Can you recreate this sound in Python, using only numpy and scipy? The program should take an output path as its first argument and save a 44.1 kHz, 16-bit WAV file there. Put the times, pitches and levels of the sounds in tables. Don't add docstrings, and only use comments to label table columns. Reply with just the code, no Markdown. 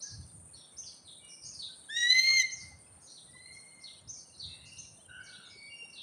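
import sys
import numpy as np
from scipy import signal
from scipy.fft import rfft, irfft, next_fast_len
from scipy.io import wavfile
from scipy.ndimage import uniform_filter1d

SR = 44100
rng = np.random.default_rng(int(sys.argv[2]) if len(sys.argv) > 2 else 0)


def transcribe(signal):
    frames = np.atleast_2d(signal).T
    limited = np.clip(frames, -1, 1)
    pcm = np.round(limited * 32767).astype(np.int16)
    wavfile.write(sys.argv[1], SR, pcm)


N = 265482
TIME = np.arange(N) / SR


def amp(db):
    return 10 ** (np.asarray(db) / 20)


def unit(x):
    return x / np.sqrt(np.mean(x ** 2) + 1e-20)


def read(points, hz):
    f, value = np.transpose(points)
    return np.interp(np.log(hz + 1), np.log(f), value)


def add(mix, s, sound):
    part = mix[max(round(s * SR), 0):][:len(sound)]
    part += sound[:len(part)]


def noise(spectrum):
    size = next_fast_len(N)
    gain = amp(read(spectrum, np.fft.rfftfreq(size, 1 / SR)))
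    return unit(irfft(rfft(rng.standard_normal(size)) * gain, size)[:N])


def wander(rate_hz, size=N):
    padded = next_fast_len(size)
    rolloff = 1 + (np.fft.rfftfreq(padded, 1 / SR) / rate_hz) ** 4
    return unit(irfft(rfft(rng.standard_normal(padded)) / rolloff, padded)[:size])


def chirp(length_s, pitches_hz, db, depth_hz, buzz_hz=190, rough=0.58, rough_hz=450):
    u = np.linspace(0, 1, max(round(length_s * SR), 16))
    knots = np.linspace(0, 1, len(pitches_hz))
    arc_hz = np.polyval(np.polyfit(knots, pitches_hz, len(knots) - 1), u)
    buzz = np.sin(2 * np.pi * (buzz_hz * rng.uniform(0.868, 1.5) * length_s * u + rng.random()))
    hz = arc_hz + depth_hz * (buzz + rough * wander(rough_hz, size=8192)[:len(u)])
    phase = 2 * np.pi * np.cumsum(hz) / SR
    return amp(db) * np.sqrt(2) * np.sin(phase) * signal.windows.tukey(len(u), .7)


# delay/s, length/s, start, middle, end pitch ratios, level/dB re call, buzz depth/Hz
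CHEEP_SHAPE = [(-.011, .024, .81, .89, .98, -10, 260), (.001, .04, .99, 1, 1.02, .5, 140),
               (.022, .058, 1.08, .96, .83, -8, 340), (.08, .036, .83, .77, .68, -9, 300)]
CHIRRUP_SHAPE = [(.001, .033, .97, 1, .93, 0, 120), (.024, .046, .93, .86, .81, -2, 250)]
# t/s, f/Hz, level/dB, last-syllable boost/dB, direct share/0-1
CHEEP_CALLS = [(0.015, 6110, -38, 1, 0.78), (0.775, 6160, -38, 4, 0.66), (1.444, 6423, -40.5, 6, 0.5),
               (2.514, 6285, -37, -0.5, 0.84), (3.006, 6540, -54, 4.5, 0.24),
               (4.083, 6210, -37.5, -6, 0.59), (4.777, 6230, -42, -36, 0.67)]
CHIRRUP_CALLS = [(0.529, 4380, -49.5, -4, 0.43), (1.043, 4280, -57.5, 14, 0.61),
                 (1.585, 4513, -38.5, 4, 0.61), (3.14, 4516, -57.5, 9.5, 0.88),
                 (3.833, 4354, -42.5, -0.5, 0.71), (4.391, 4482, -38.5, 3, 0.64),
                 (5.39, 4384, -57, 11.5, 0.2), (5.926, 4500, -49.5, 4.5, 0.62)]
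# t/s, length/s, start f/Hz, end f/Hz, level/dB
CHIP_SLURS = [(0, 0.019, 3900, 4730, -46.5), (0.018, 0.043, 5260, 4460, -47),
              (0.548, 0.034, 5660, 5430, -55), (0.601, 0.028, 3780, 3400, -52),
              (0.831, 0.015, 3210, 3100, -50.5), (1.274, 0.069, 5940, 5330, -46.5),
              (1.41, 0.028, 6400, 4285, -45), (1.441, 0.02, 4350, 5800, -42),
              (3.027, 0.017, 5000, 5000, -55.5), (3.051, .06, 6230, 5630, -51.5),
              (3.065, 0.044, 4110, 4460, -50), (3.523, 0.027, 6760, 5000, -55),
              (3.803, 0.04, 4590, 6600, -52.5), (4.108, 0.0249, 7100, 6100, -49),
              (4.188, 0.017, 4700, 4640, -55.5), (4.333, 0.028, 4270, 4210, -51.5),
              (4.378, 0.0099, 5730, 5600, -47.5), (4.626, 0.076, 3860, 5540, -53.5),
              (4.649, 0.026, 5870, 6920, -52.5), (4.761, 0.031, 4230, 3900, -51),
              (5.228, 0.039, 6470, 5260, -51.5), (5.256, 0.032, 4850, 3900, -48),
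              (5.32, 0.028, 3297, 4044, -48), (5.446, .04, 6580, 6530, -59),
              (5.49, 0.05, 5200, 4870, -50.5), (5.897, 0.026, 4970, 6300, -53.5),
              (5.967, 0.048, 3530, 3750, -43)]


def syllables(blur_db_per_khz=22.5, chip_direct=0.3):
    for shape, calls in ((CHEEP_SHAPE, CHEEP_CALLS), (CHIRRUP_SHAPE, CHIRRUP_CALLS)):
        purest_hz = min(row[-1] for row in shape)
        for s, hz, call_db, last_db, direct in calls:
            for i, (delay_s, length_s, *arc, part_db, depth_hz) in enumerate(shape, 1):
                db = call_db + part_db + last_db * (i == len(shape))
                sound = chirp(length_s, hz * np.array(arc), db, depth_hz)
                blur_db = blur_db_per_khz * (depth_hz - purest_hz) / 1000
                yield s + delay_s, sound, direct * amp(-blur_db)
    for s, length_s, start_hz, end_hz, db in CHIP_SLURS:
        yield s, chirp(length_s, [start_hz, end_hz], db, depth_hz=213), chip_direct


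def small_birds(scatter_db=-5.5, path_count=4):
    straight, paths = np.zeros(N), np.zeros((path_count, N))
    for i, (s, sound, direct) in enumerate(syllables()):
        add(straight, s, direct * sound)
        add(paths[i % path_count], s, np.sqrt(1 - direct ** 2) * sound)
    return straight + amp(scatter_db) * sum(grove(path, build_s=0.011) for path in paths)


# f/Hz, T60/s
GROVE_T60 = [(1200, 0.25), (2100, 0.67), (2900, 0.51), (4000, 0.51), (6200, 0.46), (12000, 0.2)]


def grove(x, build_s=0.008, patchy_db=3.5, taps_per_s=3000):
    taps = rng.standard_normal(SR) * (rng.random(SR) < taps_per_s / SR)
    hz, t, bands = signal.stft(taps, SR, nperseg=256)
    clumps = unit(uniform_filter1d(rng.standard_normal(bands.shape), size=7, axis=1))
    decay = amp(patchy_db * clumps - 60 * t / read(GROVE_T60, hz)[:, None])
    swell = 1 - np.exp(-t / build_s)
    tail = signal.istft(bands * decay * swell, SR, nperseg=256)[1]
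    return signal.fftconvolve(x, tail / np.linalg.norm(tail))[:N]


# f/Hz, relative density/dB
INSECT_SPECTRUM = [(4240, -38.5), (7200, -20.5), (7410, -20), (7750, -9.5), (8260, -16.5), (8640, 2.5),
                   (9040, 5.5), (9580, -7), (10200, -21.5), (10600, -20.5), (11200, -38.5), (13700, -28.5),
                   (14400, -41.5), (15000, -45.5), (15500, -54.5)]
# t/s, level/dB
INSECT_ENVELOPE = [(0, -57.5), (1.25, -59), (2.03, -55), (2.55, -62), (3.15, -58), (3.75, -59), (4.05, -63),
                   (4.8, -60.5), (5.45, -62.5), (6.02, -62.5)]
# t/s, depth/dB
INSECT_LULLS = [(.065, 4.5), (1.015, 14), (2.744, 5.5), (4.049, 6.5), (5.549, 3.5)]


def insects(shimmer_db=1.33, drift_db=1.27, lull_half_width_s=0.037):
    level_db = np.interp(TIME, *np.transpose(INSECT_ENVELOPE))
    for s, depth_db in INSECT_LULLS:
        level_db -= depth_db * np.exp(-((TIME - s) / lull_half_width_s) ** 2)
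    return noise(INSECT_SPECTRUM) * amp(level_db + shimmer_db * wander(50) + drift_db * wander(4.9))


# f/Hz, relative density/dB
LEAF_SPECTRUM = [(45, -20), (120, 1), (900, 5.5), (1500, 4.5), (2400, -2), (4000, -5),
                 (6500, -19), (7500, -8), (9000, -21.5)]


def leaves(level_db=-72.5, rustle_db=1.54):
    return noise(LEAF_SPECTRUM) * amp(level_db + rustle_db * wander(3.8))


# f/Hz, relative density/dB
HUM_SPECTRUM = [(88, -34.5), (150, -4), (400, -12), (469, -12.5), (565, -11), (911, -16.5), (1400, -24.5),
                (1820, -50.5), (3080, -120)]


def town_hum(level_db=-68):
    return amp(level_db) * noise(HUM_SPECTRUM)


# f/Hz, relative density/dB
WIND_SPECTRUM = [(15, -42), (25, -52.5), (40, -31.5), (57, -9), (75, -1.5), (91, 3), (169, -6),
                 (217, -17.5), (284, -19), (330, -26.5), (430, -54), (730, -120)]
# t/s, hold/s, level/dB
WIND_GUSTS = [(0.131, 0.067, -47.5), (0.348, 0.074, -56), (0.757, .02, -64), (1.443, 0.01, -60),
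              (1.575, 0.011, -62), (1.957, 0.019, -64), (2.301, 0.099, -62.5), (2.618, .12, -56),
              (2.951, 0.017, -65), (3.246, 0.14, -66), (3.5, 0.013, -64.5), (4.06, 0.022, -58.5),
              (4.449, 0.053, -55), (4.626, 0.045, -59), (4.777, 0.063, -56.5), (5.176, 0.059, -65)]


def wind(breeze_db=-73.5, swing_db=5, rise_s=0.0156, fall_s=0.068):
    power = amp(breeze_db + swing_db * wander(7)) ** 2
    for s, hold_s, db in WIND_GUSTS:
        before_s, after_s = np.maximum(s - TIME, 0), np.maximum(TIME - s - hold_s, 0)
        power += (amp(db) * np.exp(-before_s / rise_s - after_s / fall_s)) ** 2
    return noise(WIND_SPECTRUM) * np.sqrt(power)


# t/s, length/s, start f/Hz, end f/Hz, source level/dB, octave/dB re note, waver/Hz
DISTANT_NOTES = [(0.033, 0.032, 1616, 1686, -60, -31, 15), (1.176, 0.18, 2286, 2418, -67, -13, 29),
                 (1.212, 0.098, 2933, 2820, -60, -19, 9.4), (1.684, 0.03, 1536, 1537, -65, -23, 15),
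                 (2.26, 0.076, 1210, 1205, -58, -25, 7.4), (4.463, 0.3, 2610, 2860, -64, -28, 49),
                 (4.636, 0.19, 2730, 2840, -59.5, -5, 63), (4.435, 0.24, 2080, 2017, -73.5, -21, 83),
                 (5.072, 0.16, 1485, 1531, -52, -34, 56), (5.082, 0.11, 2795, 2940, -57, -22, 74),
                 (5.221, .27, 1534, 1406, -60, -7.5, 60), (5.192, 0.067, 2203, 2300, -64, -13, 26.5),
                 (5.421, 0.24, 2227, 2254, -63.5, -21, 26), (5.555, 0.15, 2227, 2296, -55.5, -1.5, 26.5),
                 (5.687, 0.19, 2804, 2753, -49, -16, 15.5), (5.953, 0.2, 2646, 3050, -56, -30, 35)]


def distant_birds(direct_db=-4, scatter_db=-2):
    out = np.zeros(N)
    for s, length_s, start_hz, end_hz, db, octave_db, waver_hz in DISTANT_NOTES:
        size = round(length_s * SR)
        hz = np.linspace(start_hz, end_hz, size) + waver_hz * wander(183, size=32768)[:size]
        phase = 2 * np.pi * np.cumsum(hz) / SR
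        tone = np.sin(phase) + amp(octave_db) * np.sin(2 * phase)
        add(out, s, amp(db) * np.sqrt(2) * tone * signal.windows.tukey(size, .4))
    return amp(direct_db) * out + amp(scatter_db) * grove(out)


def twitter(level_db=-70, late_s=4.3, late_boost_db=5, spread_db=4, scatter_db=-9, count=170):
    out, u = np.zeros(N), np.linspace(0, 1, SR // 36)
    for when, height, glide, strength in rng.random((count, 4)):
        s = when * N / SR
        hz = 2200 * 3.2 ** height * (1 + 0.035 * (glide - .5) * u)
        db = level_db + late_boost_db * (s > late_s) + spread_db * (2 * strength - 1)
        add(out, s, amp(db) * np.sin(2 * np.pi * np.cumsum(hz) / SR) * np.hanning(len(u)))
    return out + amp(scatter_db) * grove(out, build_s=0.02)


# f/Hz, relative level/dB
THROAT_UPPER = [(6800, 18.5), (7700, -10), (8400, -23.5), (9500, -27), (10500, -20), (12600, -23),
                (15000, -36), (16500, -21)]
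THROAT_HALVES = [(1000, -35), (2900, 3), (4900, -7.5), (6700, 1), (7500, -10.5), (8600, -2.5), (10000, -34),
                 (15000, -28)]
THROAT_RASP = [(1200, -41), (1900, -9), (2600, -2), (3100, 5.5), (3600, -9), (4200, -3.5), (5000, -6.5),
               (6200, 0), (7000, -58.5), (8800, -6.5), (11000, -36.5), (12600, -25), (15500, -35.5)]


def scream(contour, bright_db, upper_db, jitter, flutter_db, shiver,
           sway_db=3.5, sway_hz=16, strain_hz=1971, strain_span_hz=76.4, break_sag_hz=85):
    s, *columns = np.transpose(contour)
    on = (TIME > s[0]) & (TIME < s[-1])
    age_s = TIME[on] - s[0]
    pitch_hz, level_db = (np.interp(TIME[on], s, column) for column in columns)
    top_hz = np.maximum.accumulate(pitch_hz)
    strain = np.clip((top_hz - strain_hz) / strain_span_hz, 0, 1)
    broken = np.clip((top_hz - pitch_hz) / break_sag_hz, 0, 1)
    open_db = bright_db - 38 * np.exp(-age_s / .033)
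    late_db = -15.5 * np.exp(-age_s / .11)
    second_db = 3.2 - 2.5 * strain + 0.45 * open_db
    third_db = -3.5 - 7 * strain + 17.1 * broken + open_db
    doubling_db = -14 - 9.5 * strain + 11.8 * broken + open_db
    rasp_db = -36 + 16.7 * strain + open_db
    hz = pitch_hz * (1 + jitter * wander(92)[on] + shiver * strain * wander(900)[on])
    phase = 2 * np.pi * np.cumsum(hz) / SR
    harmonics_db = [0, second_db, third_db]
    for k in range(4, 9):
        harmonics_db.append(open_db + upper_db + (k > 4) * late_db + read(THROAT_UPPER, k * hz))
    voice = 0
    for k, db in enumerate(harmonics_db, 1):
        voice += amp(db + sway_db * wander(sway_hz)[on]) * np.sin(k * phase)
    slip_rad = 0.27 * wander(130)[on]
    for k in np.arange(8) + .5:
        voice += amp(doubling_db + read(THROAT_HALVES, k * hz)) * np.sin(k * phase + slip_rad)
    envelope = amp(level_db + flutter_db * wander(68)[on]) * signal.windows.tukey(on.sum(), .05)
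    rasp = amp(rasp_db) * noise(THROAT_RASP)[on]
    out = np.zeros(N)
    out[on] = envelope * (np.sqrt(2) * voice + rasp)
    return out


# t/s, f/Hz, source level of the fundamental/dB
NEAR_CONTOUR = [(1.885, 1575, -44.5), (1.912, 1770, -37), (1.935, 1804, -44.5), (1.975, 1904, -32.5),
                (2.04, 1915, -34.5), (2.078, 1957, -34.5), (2.125, 2030, -28), (2.2, 2069, -25.5),
                (2.26, 2106, -28), (2.335, 2130, -29), (2.375, 2115, -31.5), (2.408, 2050, -28),
                (2.434, 1870, -40.5)]
FAR_CONTOUR = [(3.26, 1913, -71.5), (3.43, 2081, -55.5), (3.57, 2155, -62), (3.72, 2120, -67.5),
               (3.82, 2090, -66.5)]


def large_birds():
    near = scream(NEAR_CONTOUR, bright_db=-2.5, upper_db=-8.5,
                  jitter=0.0034, flutter_db=2.0, shiver=0.0011)
    far = scream(FAR_CONTOUR, bright_db=-15, upper_db=-5, jitter=0.0043, flutter_db=4.5, shiver=0.0019)
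    scatter = amp(-12.5) * grove(near, build_s=0.0026) + amp(-4) * grove(far, build_s=.016)
    return near + amp(-4.5) * far + scatter


# t/s, f/Hz, level/dB
BLIP_TONES = [(2.712, 800, -60.5), (2.972, 824, -67), (3.345, 1035, -63), (4.98, 663, -63),
              (5.378, 173, -57.5), (5.552, 397, -59.5), (5.82, 470, -58.5), (5.845, 823, -66)]


def blips(length_s=0.023):
    out, t = np.zeros(N), np.arange(0, length_s, 1 / SR)
    for s, hz, db in BLIP_TONES:
        add(out, s, amp(db) * np.sqrt(2) * np.sin(2 * np.pi * hz * t) * np.hanning(len(t)))
    return out


def scene():
    birds = large_birds() + small_birds() + distant_birds() + twitter()
    return (birds + blips() + insects() + leaves() + town_hum() + wind())[None]


def record(dry, cutoff_hz=15700):
    lowpass = signal.firwin(511, cutoff_hz, window=("kaiser", 9), fs=SR)
    return signal.oaconvolve(dry, lowpass[None], "same")


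dry = scene()
out = record(dry)
transcribe(out)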